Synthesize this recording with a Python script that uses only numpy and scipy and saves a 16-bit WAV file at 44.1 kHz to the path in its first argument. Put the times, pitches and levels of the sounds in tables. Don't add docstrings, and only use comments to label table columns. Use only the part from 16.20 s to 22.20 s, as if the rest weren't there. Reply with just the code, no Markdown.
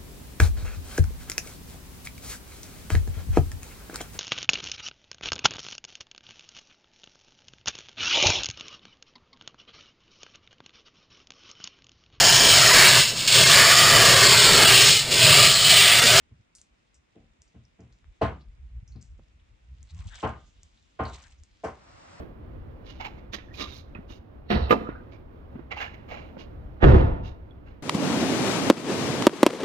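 import sys
import numpy as np
from scipy import signal
from scipy.io import wavfile

SR = 44100
rng = np.random.default_rng(int(sys.argv[2]) if len(sys.argv) > 2 else 0)


def dump_mix(stems):
    frames = np.atleast_2d(stems).T
    limited = np.clip(frames, -1, 1)
    pcm = np.round(limited * 32767).astype(np.int16)
    wavfile.write(sys.argv[1], SR, pcm)


N = 264600

# (pitch [Hz], relative level [dB per Hz])
AIR_COLOUR = [(59, -23.5), (100, -7.5), (141, -9.5), (263, -6), (330, -13), (641, -14.5), (1370, -18),
              (1500, -18.5), (2330, -16.5), (4110, -28), (5160, -35.5), (7120, -29.5), (9280, -36.5),
              (12100, -68), (20400, -120)]
AIR_DB = -69.5
# (time [s], level [dB])
WASH_LEVEL = [(5.45, -52), (5.484, -83), (5.608, -57.5), (5.824, -52), (6.0, -50.5)]
# (pitch [Hz], relative level [dB per Hz])
WASH_COLOUR = [(59, -30), (100, -2.5), (194, -7.5), (295, -4.5), (356, -16.5), (666, -3), (1390, -8),
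               (3330, -20.5), (5890, -19), (9280, -34), (12100, -94), (20400, -120)]
# (pitch [Hz], likeness [-])
FAR_ALIKE = [(60, 1), (210, 0.36), (730, -0.6), (2540, 0.15), (8830, -1.2)]
# (pitch [Hz], likeness [-])
NEAR_ALIKE = [(60, 0.76), (250, 1), (700, 0.41), (3000, 0.43), (9000, 0.55)]

# (time [s], rumble level [dB])
WIND_LEVEL = [(0, -73), (.9, -75), (1.7, -72), (2.3, -59.5), (2.6, -56), (3.0, -58.5), (3.3, -66.5),
              (3.8, -49.5), (4.05, -59.5), (4.7, -67), (5.1, -60.5), (5.4, -64), (6, -69)]
# (pitch [Hz], relative level [dB per Hz])
RUMBLE_COLOUR = [(12, -42), (20, -16), (47, 12.5), (70, 7.5), (123, -7), (168, -17), (219, -23),
                 (252, -43.5), (400, -59), (520, -73), (880, -120)]
LUMPY_DB, LUMPS_PER_S = 5.5, 8.3
# (time of the middle [s], level [dB], half length [s], swing rate before the wobble [Hz])
BUFFETS = [(0.203, -52, 0.011, 89.6), (0.786, -62, 0.023, 64.6), (1.025, -59, 0.024, 79),
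           (1.207, -58, 0.018, 63.5), (1.739, -54, 0.034, 66.9), (2.243, -68, .035, 56.3),
           (2.331, -48.5, 0.023, 59), (2.449, -41.5, 0.035, 57.5), (2.544, -39.5, 0.034, 76.1),
           (2.579, -33, 0.021, 65.6), (2.633, -37.5, 0.007, 70.1), (2.729, -44, 0.036, 65.9),
           (2.917, -42, 0.035, 58), (3.158, -51.5, 0.017, 61.4), (3.447, -53, 0.031, 59.7),
           (3.524, -41, 0.037, 74.9), (3.607, -48.5, 0.09, 59.4), (3.749, -36.5, 0.028, 67.7),
           (3.802, -35, 0.016, 72), (3.868, -32.5, 0.014, 78), (3.917, -45, 0.021, 52),
           (4.28, -56.5, .025, 64), (4.451, -54.5, .025, 66.7), (4.93, -45.5, 0.045, 64.5),
           (5.125, -58, 0.032, 65), (5.196, -50, 0.013, 61.3), (5.744, -55.5, 0.019, 77.6),
           (5.912, -54, 0.036, 74.9)]

# (time [s], level [dB])
RUSTLE_LEVEL = [(0.0, -81.5), (2.2, -79.5), (2.32, -84.5), (3.5, -79), (4.07, -69), (5.1, -76),
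                (5.4, -72.5), (5.6, -70)]
# (time [s], peak level [dB], centre [Hz], left-right difference [dB])
POPS = [(1.844, -48.5, 1450, 10), (2.9957, -46.5, 502, -5)]
# (time of the peak [s], level [dB], centre [Hz], length [s], left-right difference [dB])
SQUELCHES = [(2.217, -71, 4300, 0.019, 0), (3.705, -64, 4000, 0.017, 2), (3.821, -71, 1070, 0.055, 18),
             (3.941, -56, 1640, 0.029, 13.5), (3.955, -55.5, 3380, 0.039, 4),
             (4.006, -54, 3230, 0.0076, -11), (4.285, -75, 6400, 0.034, -8.5),
             (4.941, -59.5, 3800, 0.04, 1), (5.05, -66, 1639, 0.027, 17), (5.187, -75, 5930, 0.011, -8)]

# (time [s], level [dB])
DRAG_LEVELS = [
    [(3.62, -87), (3.7, -66.5), (3.76, -69), (3.79, -59), (3.9, -60.5), (3.95, -53), (4.04, -51.5),
     (4.16, -79)],
    [(4.84, -60.5), (4.92, -57), (4.95, -51), (4.99, -57), (5.12, -66), (5.16, -72.5)],
]
# (pitch [Hz], relative level [dB per Hz])
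SWISH_COLOUR = [(290, -49), (500, -14), (921, -5.5), (1280, -9.5), (1540, -11.5), (2390, -7.5), (3200, -9),
                (4920, -13), (7180, -10.5), (9280, -41), (12100, -67), (20400, -120)]
STALK_EDGES_HZ = [2000, 3300, 4700, 6500]
STALKS_PER_S, STALK_DB, STALK_S = 300, 1.0, .003
DRAG_PAN_DB, TICK_PAN_DB = 1, 1.5

# (time [s], snap level [dB], centre [Hz], relative width [-], fizz against snap [dB],
# time for the fizz to fall 60 dB [s])
TICKS = [(0.351, -41, 7100, 0.51, -11, 0.2), (0.384, -48.5, 4860, 0.66, -18, 0.35),
         (0.4148, -37.5, 7060, 0.29, -27, 0.14), (0.743, -54.5, 6340, 0.31, -8.5, 0.16),
         (1.2189, -41.5, 6420, 0.34, -26, 0.24), (1.276, -61.5, 5550, 0.31, -10.5, 0.2),
         (1.452, -53.5, 5450, 0.15, -22, 0.19), (1.605, -54, 5860, 0.32, -16, 0.11),
         (1.725, -54.5, 5050, 0.43, -16.5, 0.21), (2.2098, -55, 4060, 0.38, -19, 0.25),
         (2.6773, -49.5, 6000, 0.18, -14.5, 0.27), (2.7225, -55.5, 4310, 0.066, -11, 0.15),
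         (2.76, -55.5, 4400, 0.19, -15, 0.25), (2.811, -58, 6000, 0.37, -4.5, 0.27),
         (2.826, -43, 6760, .18, -32, 0.36), (3.1968, -65.5, 3233, .17, -9.5, 0.16),
         (3.5752, -61.5, 2670, 0.32, -22.5, 0.15), (3.606, -67, 4630, 0.21, -7.5, 0.15),
         (3.629, -41, 6900, 0.24, -30, 0.24), (3.879, -51.5, 3300, 0.28, -4, 0.11),
         (4.432, -39, 6730, 0.28, -30, 0.18), (4.574, -59.5, 3600, 0.2, -8.5, 0.11),
         (4.8533, -37.5, 4260, 0.12, -12.5, 0.2), (5.2351, -43, 6320, 0.35, -24, 0.11)]

# (time [s], level before colouring [dB], extra bass [dB], extra brightness [dB],
# upper edge of the thud [Hz], straw crunch against thud [dB], decay factor [-], left-right difference [dB])
THUDS = [(0.112, -67.5, 41.5, 3, 3000, -37, 0.41, 0.5), (0.957, -44.5, 4.5, -22, 3000, -49, 1.15, 1),
         (1.346, -56, 22, -4.5, 3000, -40, 1, 1), (1.591, -51, 16.5, -8.5, 3000, -40, 1.27, 0.5),
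         (2.017, -16, 3.5, 0.5, 3490, -33.5, 0.95, 0.5), (2.753, -58, 32, -3, 3500, -35, 0.81, 5),
         (2.993, -44, 24, -12, 3500, -35, 0.2, 0), (4.032, -24.5, 3, 6.5, 3200, -39.5, 1.064, 1.5),
         (4.795, -25, 1.5, 5, 2910, -38, 1.125, 0.5), (5.44, -22.5, -8.5, -1.5, 2540, -27, 1.01, 1)]
# (pitch [Hz], level [dB], share of extra bass [-], share of extra brightness [-])
THUD_COLOUR = [(60, -12, .8, 0.5), (120, -11.5, 0.99, 0.12), (223, -16, 0.72, 0.052),
               (547, 0.5, 0.013, 0.15), (1141, -4, 0.028, 1.2), (1900, -12.5, 0.11, 0.51),
               (2694, -14.5, 0.2, 0.47), (5420, -21.5, 0.12, 1.2)]
EDGE_DB_PER_OCTAVE = 43
# (pitch [Hz], level [dB])
STRAW_COLOUR = [(2000, -18.5), (3800, -0.5), (5400, 2), (7600, -0.5), (10700, -24.5)]
# (pitch [Hz], level [dB], 60 dB fall time before the decay factor [s])
GROUND = [(65, -1.5, 0.46), (81.6, 4, 0.29), (119.1, 3.5, 0.27), (181.7, 10.5, 0.11), (226.6, 2.5, 0.27),
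          (287.3, 2, 0.17), (339.8, 2.5, 0.081), (393, -14.5, 0.18), (445.4, -1, 0.16),
          (500.5, -4.5, 0.044), (654, -10.5, 0.17), (676, -1.5, 0.074), (763, -11.5, 0.24),
          (846, -11, 0.13), (1057.6, -7, 0.23), (1215, -19.5, 0.36), (1427, -14.5, 0.078)]
# (pitch [Hz], level [dB])
CRUNCH_LEVEL = [(60, -12), (1100, -12), (1600, -9), (8000, -9), (12000, -14)]
# (pitch [Hz], time [s])
CRUNCH_T60 = [(60, 0.23), (160, 0.5), (420, 0.27), (1100, 0.3), (2900, 0.27), (7700, 0.27)]
# (pitch [Hz], time [s])
THUD_RISE = [(60, 0.031), (400, 0.0089), (3000, 0.0064)]
KNOTS_DB, KNOT_S = 2, .008

DROOP_HZ, DROOP_DB = 8800, -17
PORT_LAG = 1.2
CUTOFF_HZ = 15900


def amp(db):
    return 10 ** (np.asarray(db) / 20)


def rms_one(x):
    return x / np.sqrt(np.mean(x ** 2) + 1e-20)


def level_over_time(rows):
    s, db = np.transpose(rows)
    padded_s = [s[0] - .03, *s, s[-1] + .03]
    return amp(np.interp(np.arange(N) / SR, padded_s, [-120, *db, -120]))


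def at_hz(points, hz):
    points = np.array(points)
    return np.interp(np.log(hz), np.log(points[:, 0]), points[:, 1])


def sides(pan_db):
    return amp(np.array([[pan_db / 2], [-pan_db / 2]]))


def drift(rate):
    hop = 40
    r = np.exp(-2 * np.pi * rate * hop / SR)
    white = rng.standard_normal(N // hop + 2002)
    slow = signal.lfilter([1], [1, -2 * r, r * r], white)[2000:]
    return np.interp(np.arange(N) / hop, np.arange(len(slow)), rms_one(slow))


def bandpass(x, low, high, order):
    return signal.sosfilt(signal.butter(order, [low, high], "band", fs=SR, output="sos"), x)


def bands(likeness, size, low_hz=22, top_hz=13000, order=3):
    edges = low_hz * 2 ** np.arange(0, np.log2(top_hz / low_hz), .5)
    white = rng.standard_normal((2, 2, size + 4000))
    for k, (low, high) in enumerate(zip(edges, edges[1:])):
        mid, side = bandpass(white[k % 2], low, high, order)[:, 4000:]
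        hz = np.sqrt(low * high)
        alike = np.clip(at_hz(likeness, hz), -1, 1)
        yield hz, np.sqrt(1 + alike) * mid + np.sqrt(1 - alike) * side * [[1], [-1]]


def noise(spectrum, likeness, patchy_db, flicker, low_hz, top_hz):
    together = drift(flicker)
    total = 0
    for hz, band in bands(likeness, N, low_hz, top_hz):
        patches_db = patchy_db * (together + drift(flicker))
        total = total + band * amp(at_hz(spectrum, hz) + patches_db)
    return rms_one(total)


def grit(per_s, db, decay_s):
    caught = (rng.random(N) < per_s / SR) * np.minimum(rng.exponential(1, N), 2)
    return 1 + amp(db) * signal.lfilter([1], [1, -np.exp(-1 / (decay_s * SR))], caught)


def add(out, s, sound):
    i = round(s * SR)
    out[:, i:i + sound.shape[1]] += sound[:, :N - i]


def still_air():
    return amp(AIR_DB) * noise(AIR_COLOUR, FAR_ALIKE, patchy_db=.5, flicker=12, low_hz=60, top_hz=13000)


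def late_wash():
    hiss = noise(WASH_COLOUR, FAR_ALIKE, patchy_db=.4, flicker=12, low_hz=90, top_hz=13000)
    return level_over_time(WASH_LEVEL) * hiss


def wind(square=3.0, wobble=0.15, overtone_db=-14, apart=0.25):
    lumps = level_over_time(WIND_LEVEL) * amp(LUMPY_DB * drift(LUMPS_PER_S))
    out = lumps * noise(RUMBLE_COLOUR, NEAR_ALIKE, patchy_db=-1.0, flicker=24, low_hz=20.13, top_hz=500)
    t = np.arange(-SR // 8, SR // 8) / SR
    uneven = 1 + wobble * drift(16.8)
    for s, db, half_s, hz in BUFFETS:
        start, left, right = rng.standard_normal(3)
        i = round((s + t[0]) * SR)
        speed = np.resize(uneven[i:i + len(t)], len(t))
        phase = 2 * np.pi * (start + hz * np.cumsum(speed) / SR) + apart * np.array([[left], [right]])
        swing = np.sin(phase) + amp(overtone_db) * np.sin(2 * phase + start)
        fade = np.exp(-np.abs(t / half_s) ** square)
        add(out, s + t[0], amp(db) * swing * fade)
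    return out


def rustle():
    tone = [(3000, 5.0), (4500, 1.0), (7000, -2.5), (9000, -16.5)]   # (pitch [Hz], relative level [dB per Hz])
    hiss = noise(tone, NEAR_ALIKE, patchy_db=1.5, flicker=9, low_hz=2700, top_hz=12000)
    return level_over_time(RUSTLE_LEVEL) * rms_one(hiss * grit(25, 5.8, 0.0016))


def pops(cycles=0.26):
    out, t = np.zeros((2, N)), np.arange(-200, 600) / SR
    for s, db, hz, pan_db in POPS:
        swing = np.cos(2 * np.pi * hz * t) * np.exp(-np.abs(t) * hz / cycles)
        add(out, s + t[0], amp(db) * sides(pan_db) * swing)
    return out


def squelches(width=0.12):
    out, t = np.zeros((2, N)), np.arange(-SR // 8, SR // 8) / SR
    for s, db, hz, length, pan_db in SQUELCHES:
        white = rng.standard_normal((3, len(t)))
        white = white[0] + white[1:] / 2
        hiss = rms_one(bandpass(white, hz / (1 + width), hz * (1 + width), order=2))
        add(out, s + t[0], amp(db) * sides(pan_db) * hiss * np.exp(-(t / length) ** 2))
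    return out


def drags():
    swish = noise(SWISH_COLOUR, NEAR_ALIKE, patchy_db=-1.0, flicker=37, low_hz=361, top_hz=18000)
    under = [signal.sosfilt(signal.butter(4, hz, "low", fs=SR, output="sos"), swish) for hz in STALK_EDGES_HZ]
    out = under[0]
    for low, high in zip(under, under[1:] + [swish]):
        crackle = rms_one(grit(STALKS_PER_S, STALK_DB, STALK_S))
        out = out + (high - low) * crackle
    level = sum(level_over_time(rows) for rows in DRAG_LEVELS)
    return sides(DRAG_PAN_DB) * level * rms_one(out)


def ticks(spread=2.3, late_s=0.000735, skirt_db=-14):
    out, t = np.zeros((2, N)), np.arange(SR // 4) / SR
    since_snap = t - late_s
    for s, db, hz, width, fizz_db, t60 in TICKS:
        snap = np.cos(2 * np.pi * hz * since_snap) * np.exp(-(since_snap * spread * width * hz) ** 2)
        snap[round(late_s * SR)] += 1
        white = rng.standard_normal((3, len(t)))
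        white = white[0] + white[1:] / 3
        near = rms_one(bandpass(white, hz / (1 + width), hz * (1 + width), order=3))
        fade = amp(fizz_db - 60 * t / t60) * np.minimum(t / late_s, 1)
        fizz = (near + amp(skirt_db) * white) * fade
        add(out, s, amp(db) * sides(TICK_PAN_DB) * (snap + fizz))
    return out


def footfalls_and_thump(lead_s=0.0062, linger=1.17):
    out, t = np.zeros((2, N)), np.arange(SR // 2) / SR
    for s, db, bass_db, bright_db, edge_hz, straw_db, slow, pan_db in THUDS:
        body = [(hz, base_db + low * bass_db + high * bright_db) for hz, base_db, low, high in THUD_COLOUR]

        def colour(hz):
            over_edge_db = EDGE_DB_PER_OCTAVE * max(np.log2(hz / edge_hz), 0)
            return np.hypot(amp(at_hz(body, hz) - over_edge_db), amp(straw_db + at_hz(STRAW_COLOUR, hz)))

        def swell(hz, t60):
            rise = 1 - np.exp(-(t / at_hz(THUD_RISE, hz)) ** 2)
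            return rise * amp(-60 * (t / (t60 * slow)) ** linger)

        thud = 0
        for hz, band in bands(NEAR_ALIKE, len(t), low_hz=50, order=4):
            knots = np.interp(t / KNOT_S, np.arange(200), rng.standard_normal(size=200))
            lumpy = rms_one(band) * amp(at_hz(CRUNCH_LEVEL, hz) + KNOTS_DB * knots)
            thud = thud + lumpy * colour(hz) * swell(hz, at_hz(CRUNCH_T60, hz))
        for hz, mode_db, t60 in GROUND:
            phase = rng.uniform(0, 2 * np.pi) + rng.normal(0, 0.17, (2, 1))
            strength = colour(hz) * amp(mode_db + rng.normal(0, 1.5))
            thud = thud + strength * np.sin(2 * np.pi * hz * t + phase) * swell(hz, t60)
        add(out, s - lead_s, amp(db) * sides(pan_db) * thud)
    return out


def scene():
    background = still_air() + late_wash() + wind()
    mud_and_straw = rustle() + pops() + squelches() + drags() + ticks()
    return background + mud_and_straw + footfalls_and_thump()


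def record(dry):
    turn = (1 - PORT_LAG) / (1 + PORT_LAG)
    late = np.stack([signal.lfilter([turn, 1], [1, turn], dry[0]), dry[1]])
    under = signal.sosfilt(signal.butter(8, DROOP_HZ, "low", fs=SR, output="sos"), late)
    over = signal.sosfilt(signal.butter(8, DROOP_HZ, "high", fs=SR, output="sos"), late)
    drooped = under + amp(DROOP_DB) * over
    return signal.sosfilt(signal.cheby2(12, 70, CUTOFF_HZ, fs=SR, output="sos"), drooped)


dry = scene()
out = record(dry)
dump_mix(out)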